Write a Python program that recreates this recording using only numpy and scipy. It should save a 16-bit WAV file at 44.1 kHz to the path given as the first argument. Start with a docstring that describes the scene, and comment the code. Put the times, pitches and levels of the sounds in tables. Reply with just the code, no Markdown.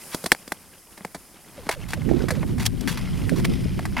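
"""Long skates glide over a frozen lake, heard from a hand-held camera. From the start, blades hiss and
scrape while knocks of skates, poles and handling ring briefly; the hardest, at 0.3 s, overloads the
recorder. From 1.6 s the ice sheet answers with falling chirps, an edge squeaks and, as the camera tilts
up, wind buffets its two microphone ports in turn. From 3 s a loaded blade sings under the gusts."""
import sys
import numpy as np
from scipy import signal
from scipy.fft import rfft, irfft
from scipy.io import wavfile
from scipy.ndimage import uniform_filter1d

SR = 44100
rng = np.random.default_rng(int(sys.argv[2]) if len(sys.argv) > 2 else 0)


def store_wav(level_fs):
    """Save 16-bit WAV to argv[1]."""
    pcm = np.round(np.clip(np.atleast_2d(level_fs), -1, 1) * 32767)
    wavfile.write(sys.argv[1], SR, pcm.T.astype(np.int16))


N = 176400
T = np.arange(N) / SR

# Resonances of the steel blade. 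Each row: frequency in Hz, relative level in dB, t60 in seconds.
STEEL_MODES = [(3372, 6, 0.013), (4020, 1, 0.02), (4555, 2, 0.023), (5730, 2, 0.012), (6960, -2.5, 0.0079),
               (9320, -4.5, 0.01), (12500, -6, 0.0236)]


def undb(db):
    return 10 ** (np.asarray(db) / 20)


def unit(x):
    """Normalisation to rms 1."""
    return x / np.sqrt(np.mean(x ** 2) + 1e-20)


def curve(rows, column=1):
    """Linear interpolation of one column of a time table."""
    rows = np.array(rows)
    return np.interp(T, rows[:, 0], rows[:, column])


def colour_db(hz, spectrum):
    """Interpolation of a spectrum on a log-frequency axis."""
    points = np.array(spectrum)
    return np.interp(np.log(hz + 1e-9), np.log(points[:, 0]), points[:, 1])


def noise(spectrum, size=N):
    """Spectral shaping: white noise becomes coloured noise of rms 1."""
    gain = undb(colour_db(np.fft.rfftfreq(size, 1 / SR), spectrum))
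    return unit(irfft(rfft(rng.standard_normal(size)) * gain, size))


def stereo_noise(spectrum, width, size=N):
    """Decorrelation: the two ports share the bass but differ in the treble."""
    side = signal.sosfilt(signal.butter(4, 3500, "high", fs=SR, output="sos"), noise(spectrum, size))
    return noise(spectrum, size) + width * side * np.array([[1], [-1]])


def drift(rate_hz):
    """Smooth random modulation of rms 1."""
    hold = max(int(SR / rate_hz), 1)
    steps = np.repeat(rng.standard_normal(N // hold + 1), hold)
    return unit(uniform_filter1d(steps, hold)[:N])


def add(out, start_s, x):
    """Superposition of a sound from a given time on."""
    i = max(int(start_s * SR), 0)
    out[:, i:i + x.shape[-1]] += x[..., :max(N - i, 0)]


def ring(force, modes, spread=0, rise_s=0.00016):
    """Modal response: a force drives damped modes, whose pitch scatters with the place of contact."""
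    t = T[:min(len(force), 4096)]
    response = 0
    for k, (hz, db, t60) in enumerate(modes):
        tone = np.cos(2 * np.pi * hz * (1 + spread * rng.standard_normal()) * t)
        response += (-1) ** k * undb(db) * tone * np.exp(-np.log(1000) * t / t60)
    return signal.fftconvolve(force, response * np.minimum(t / rise_s, 1))[:len(force)]


def at_level(x, db, window_s=.01):
    """Equivalent level: a transient gets the energy of a steady sound lasting one window."""
    return x * undb(db) / np.sqrt(np.mean(np.sum(x ** 2, axis=-1)) / (window_s * SR))


def eddies(strength_db, reference_db=-23, db_per_octave=15.5):
    """Turbulence at one port: eddies of each size come and go; a buffet is both louder and brighter."""
    # Spectrum at the reference strength. Each row: frequency in Hz, relative density in dB.
    spectrum = [(15, -8), (35, 1), (70, 1.5), (120, 2.5), (180, 3), (250, -3.5), (350, -10.5), (500, -24.5),
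                (1400, -63)]
    db = strength_db + 1.5 * drift(60)
    shift = 2 ** (np.clip(db - reference_db, -16, 14) / db_per_octave)
    pressure, power = 0, 0
    for hz in 20 * 2 ** (np.arange(14) / 2):
        half_octave = signal.butter(3, [hz / 2 ** .25, hz * 2 ** .25], "band", fs=SR, output="sos")
        band = signal.sosfilt(half_octave, rng.standard_normal(N))
        gain = undb(colour_db(hz / shift, spectrum)) * np.sqrt(hz)
        pressure += gain * unit(band * undb(3 * drift(30)))
        power += gain ** 2
    return pressure / np.sqrt(power) * undb(db)


def slaps():
    """Suction pulses: a sharp eddy pulls at the port and lets go."""
    # Slaps of air. Each row: centre in seconds, peak in dB, width in seconds.
    pulses = [(2.1147, -3, 0.00054), (2.241, -6, 0.00082), (3.322, -6, 0.00065)]
    pressure = 0
    for centre, db, width in pulses:
        offset = (T - centre) / width
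        pressure += undb(db) * (offset ** 2 - 1) * np.exp(-offset ** 2 / 2)
    return pressure


def wind():
    """Turbulent pressure is local: each port has its own eddies, and slaps strike the right one."""
    # Wind strength. Each row: time in seconds, left level in dB, right level in dB.
    gusts = [(0,-61,-62), (1.42,-61.5,-60), (1.65,-47,-49), (1.8,-41,-32.5), (2.0,-31.5,-25.5),
             (2.12,-27,-14), (2.3,-35,-21), (2.45,-24,-22), (2.6,-24,-23), (2.85,-22,-37), (3.1,-26,-26),
             (3.33,-29,-17), (3.45,-21,-21.5), (3.7,-23.5,-26), (3.85,-28.5,-26.5), (4.0,-21.5,-28.5)]
    return np.array([eddies(curve(gusts, column=1)), eddies(curve(gusts, column=2)) + slaps()])


def chips(count, centre_hz=2740, spread_octaves=0.46, decay_cycles=6.4, scatter_db=4):
    """Brittle fracture: chips snap off the ice at random, each ringing briefly at its own pitch."""
    out, t = np.zeros((1, N)), T[:1024]
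    starts = rng.uniform(0, T[-1], count)
    for start, pitch, strength in zip(starts, rng.standard_normal(count), rng.exponential(size=count)):
        cycles = min(centre_hz * 2 ** (spread_octaves * pitch), 15900) * t
        ping = np.sin(2 * np.pi * cycles) * np.exp(-cycles / decay_cycles)
        add(out, start, undb(scatter_db * min(strength, 4)) * ping)
    return unit(out[0])


def glide():
    """Sliding friction: blades crunch over small bumps in the ice, under a thin high hiss."""
    # Loudness of the blades and of the hiss. Each row: time in seconds, level in dB.
    glide_levels = [(0, -50.5), (.3, -50), (.7, -57), (1.3, -54.5), (1.62, -47), (2.1, -44), (2.35, -40),
                    (2.52, -45.5), (2.82, -47.5), (3.0, -42), (3.4, -42.5), (3.85, -47.5)]
    hiss_levels = [(0, -44.5), (.17, -41.5), (.35, -48.5), (.6, -52), (1.42, -52.5), (1.56, -54.5),
                   (3.4, -51), (4, -53.5)]
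    # Their spectra. Each row: frequency in Hz, relative density in dB.
    glide_spectrum = [(60, -12), (180, 11.5), (500, 2.5), (1400, -2), (3600, -9), (6300, -13.5),
                      (16000, -35)]
    hiss_spectrum = [(1000, 3), (3800, -11), (5000, 2.5), (6000, -1), (8200, 1), (9500, 5.5), (12500, 1.5),
                     (15500, -8)]
    roughness = unit(undb(2 * drift(32) + 2.2 * drift(300)))
    running = stereo_noise(glide_spectrum, width=0.12) + undb(-9) * chips(count=1000)
    hiss = stereo_noise(hiss_spectrum, width=0.51) * undb(curve(hiss_levels) + drift(39.72))
    return undb(curve(glide_levels)) * roughness * running + hiss


def singing():
    """Forced resonance: fine grit keeps a blade ringing while it carries the weight."""
    # Modes of the loaded blade. Each row: frequency in Hz, relative level in dB, t60 in seconds.
    modes = [(2050, 1, 0.013), (2480, 1.5, 0.011), (3070, 5.5, 0.005), (5130, 8, 0.0029), (9300, -3, 0.006)]
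    # Loudness of the ringing. Each row: time in seconds, level in dB.
    levels = [(0, -52), (.6, -65.5), (2.5, -67), (3.0, -45), (3.2, -51.5), (3.55, -45.5), (3.9, -50.5)]
    grit = rng.standard_normal(N) * undb(3.5 * drift(400) + 1.2 * drift(30))
    return unit(ring(grit, modes)) * undb(curve(levels))


def ice_chirps(top_hz=901, spread_s=0.0032, fall=0.27, rise_s=0.018, size=8192):
    """Dispersion of bending waves in the ice: the highs arrive first; many paths blur the tone."""
    # Chirps of the sheet. Each row: start in seconds, peak in dB, decay time in seconds.
    chirps = [(1.571, -35.5, 0.019), (1.752, -37, 0.021), (1.961, -33.5, 0.0099), (2.305, -24.5, 0.018),
              (2.364, -34.5, 0.027)]
    out, t = np.zeros((2, N)), T[:size]
    hz = top_hz * (1 + t / spread_s) ** -fall
    phase = 2 * np.pi * np.cumsum(hz) / SR
    for start, db, decay in chirps:
        swell = np.minimum(t / rise_s, 1) * np.exp(-np.maximum(t - rise_s, 0) / decay)
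        flutter_db, blur = 2 * drift(240)[:size], drift(240)[:size] / 3
        add(out, start, undb(db + flutter_db) * swell * np.sin(phase + blur))
    return out


def squeak(start_s=1.696, length_s=.046, from_hz=680, to_hz=1120):
    """Frictional vibration: an edge taking load gives a short tone that rises as it fades."""
    progress = np.clip((T - start_s) / length_s, 0, 1)
    hz = (from_hz + (to_hz - from_hz) * np.sqrt(progress)) * (1 + 0.0533 * drift(200))
    envelope = np.minimum(progress * 20, 1) * (1 - progress) ** .5
    return undb(-35 + 2 * drift(120)) * envelope * np.sin(2 * np.pi * np.cumsum(hz) / SR)


def scrapes(attack_s=0.0034, release_s=0.0039):
    """Abrasion: a biting edge crunches off chips, throws a spray of ice and sets the steel ringing."""
    # Bites of the edge. Each row: start and length in seconds, crunch and spray levels in dB,
    # swell over the length in dB.
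    bites = [(0.113,0.028,-39,-41.5,10.5), (1.708,0.042,-36,-40,-13), (1.882,0.064,-44.5,-45,1),
             (2.595,0.062,-38,-42,-11.5), (2.652,0.013,-37,-30,5), (2.661,0.005,-24,-21,1),
             (2.873,0.077,-37,-38,-17.5), (2.971,0.023,-34,-41.5,-11), (3.359,0.044,-40,-43,-6),
             (3.435,0.018,-38.5,-46,33), (3.964,0.042,-28,-46.5,-1)]
    # Spectra of crunch and spray. Each row: frequency in Hz, relative density in dB.
    crunch_spectrum = [(200, -38), (600, -7), (1000, 2.5), (1350, -2), (2050, 0), (2800, -5), (4000, -27),
                       (9000, -57)]
    spray_spectrum = [(1200, -31), (2500, -2.5), (3600, -0.5), (5300, 0), (8500, -2.5), (11000, -1),
                      (14500, -11)]
    crunch_level, spray_level = 0, 0
    grit = unit(undb(3.5 * drift(450)))
    for start, length, crunch_db, spray_db, swell_db in bites:
        age = T - start
        bite = np.clip(age / attack_s, 0, 1) * np.exp(-np.maximum(age - length, 0) / release_s)
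        bite *= undb(swell_db * (np.clip(age / length, 0, 1) - .5))
        crunch_level += bite * undb(crunch_db)
        spray_level += bite * undb(spray_db)
    steel = undb(-3) * unit(ring(rng.standard_normal(N), STEEL_MODES))
    crunch = unit(noise(crunch_spectrum) + undb(-6) * chips(count=2400))
    spray = stereo_noise(spray_spectrum, width=0.54)
    return grit * (crunch_level * crunch + spray_level * spray) + spray_level * steel


def knocks(attack_s=0.0014, size=4096):
    """Impact excitation: a tap, then chatter that grows with contact time, rings modes as ice cracks."""
    # Blows. Each row: start in seconds, thud level in dB, thud tilt in dB per octave,
    # clack and crack levels in dB, decay time of the contact in seconds.
    blows = [(0.1451,-26.5,-1,-37.5,-28.5,0.0041), (0.2402,-27.5,-1.5,-45,-34.5,0.0037),
             (0.2593,-30,1,-32.5,-26.5,0.0057), (0.2621,-30,1,-35,-31.5,0.0016),
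             (0.3181,-24,2.5,-8.5,-15.5,0.0016), (0.321,-24,2.5,-28,-21.5,0.0051),
             (0.3477,-39,8,-37.5,-44,0.0021), (0.477,-44,-0.5,-46,-39.5,0.0033),
             (0.5198,-28.5,6,-27,-30.5,0.0035), (0.976,-44.5,-2.5,-46,-46.5,0.0061),
             (1.007,-40,-3.5,-50,-66,0.0035), (1.0483,-29,1.5,-34.5,-41.5,0.0032),
             (1.146,-32,-1.5,-39.5,-38,0.0082), (1.667,-33.5,-3.5,-48,-52,0.0014),
             (1.6902,-25.5,10.5,-34,-31.5,0.0015), (1.6924,-24,5.5,-24.5,-30.5,0.0048),
             (1.9332,-34,2,-26,-33,0.0054), (2.0891,-36,5,-39.5,-53,0.0053),
             (2.284,-32.5,5,-29.5,-34,0.0089), (2.3051,-25.5,-0.5,-26,-29,0.0076),
             (2.43,-31.5,1,-38,-66,0.0057), (2.581,-39,6,-40,-42,0.0086), (2.809,-55,-5,-54,-37,0.0027),
             (2.875,-39,0,-27.5,-42,0.011), (3.293,-53,0,-29.5,-37.5,0.0047), (3.45,-31,-1,-26,-32,0.0042),
             (3.792,-31.5,11,-35.5,-42.5,0.0034), (3.853,-35,17,-31.5,-37,0.0058)]
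    # Low and high resonances. Each row: frequency in Hz, relative level in dB, t60 in seconds.
    thud_modes = [(177, -7.5, 0.04), (298, -3.5, 0.016), (499, -0.5, 0.012), (642, -0.5, 0.012),
                  (854, -1, 0.0069)]
    clack_modes = [(1070, -5, 0.0062), (1610, 1.5, 0.0097), (1820, 4, 0.0082), (2187, 1, 0.0075),
                   (2600, -2, 0.005)]
    # Spectrum of crushed ice. Each row: frequency in Hz, relative density in dB.
    crack_spectrum = [(300, 10), (1500, -22), (2800, -5), (4500, 4), (6500, -1.5), (8700, 2), (12500, -4),
                      (15500, -15)]
    out, t = np.zeros((2, N)), T[:size]
    low_cut = signal.butter(2, 130, "high", fs=SR, output="sos")
    tap = 1. * (t == 0)
    for start, thud_db, tilt, clack_db, crack_db, contact_s in blows:
        contact = (1 - np.exp(-t / attack_s)) * np.exp(-t / contact_s)
        chatter = contact * rng.standard_normal(size)
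        tilted_modes = [(hz, db + tilt * np.log2(hz), t60) for hz, db, t60 in thud_modes]
        body = ring(tap + 0.14 * chatter, tilted_modes, spread=.02)
        thud = at_level(signal.sosfilt(low_cut, body), thud_db)
        clack = at_level(ring(tap + 14 * contact_s * chatter, clack_modes, spread=.02), clack_db)
        crack = at_level(contact * stereo_noise(crack_spectrum, width=0.35, size=size), crack_db)
        steel = at_level(ring(chatter, STEEL_MODES), crack_db - 11)
        add(out, start, thud + clack + crack + steel)
    return out


def scene():
    """Superposition: separate wind on each port, skates and ice in the middle."""
    return wind() + knocks() + scrapes() + squeak() + ice_chirps() + glide() + singing()


def record(dry):
    """Saturation and band limiting: the recorder clips at full scale, then cuts the top."""
    low_pass = signal.ellip(8, .2, 70, 15900, fs=SR, output="sos")
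    return signal.sosfilt(low_pass, np.clip(dry, -1, 1))


dry = scene()
out = record(dry)
store_wav(out)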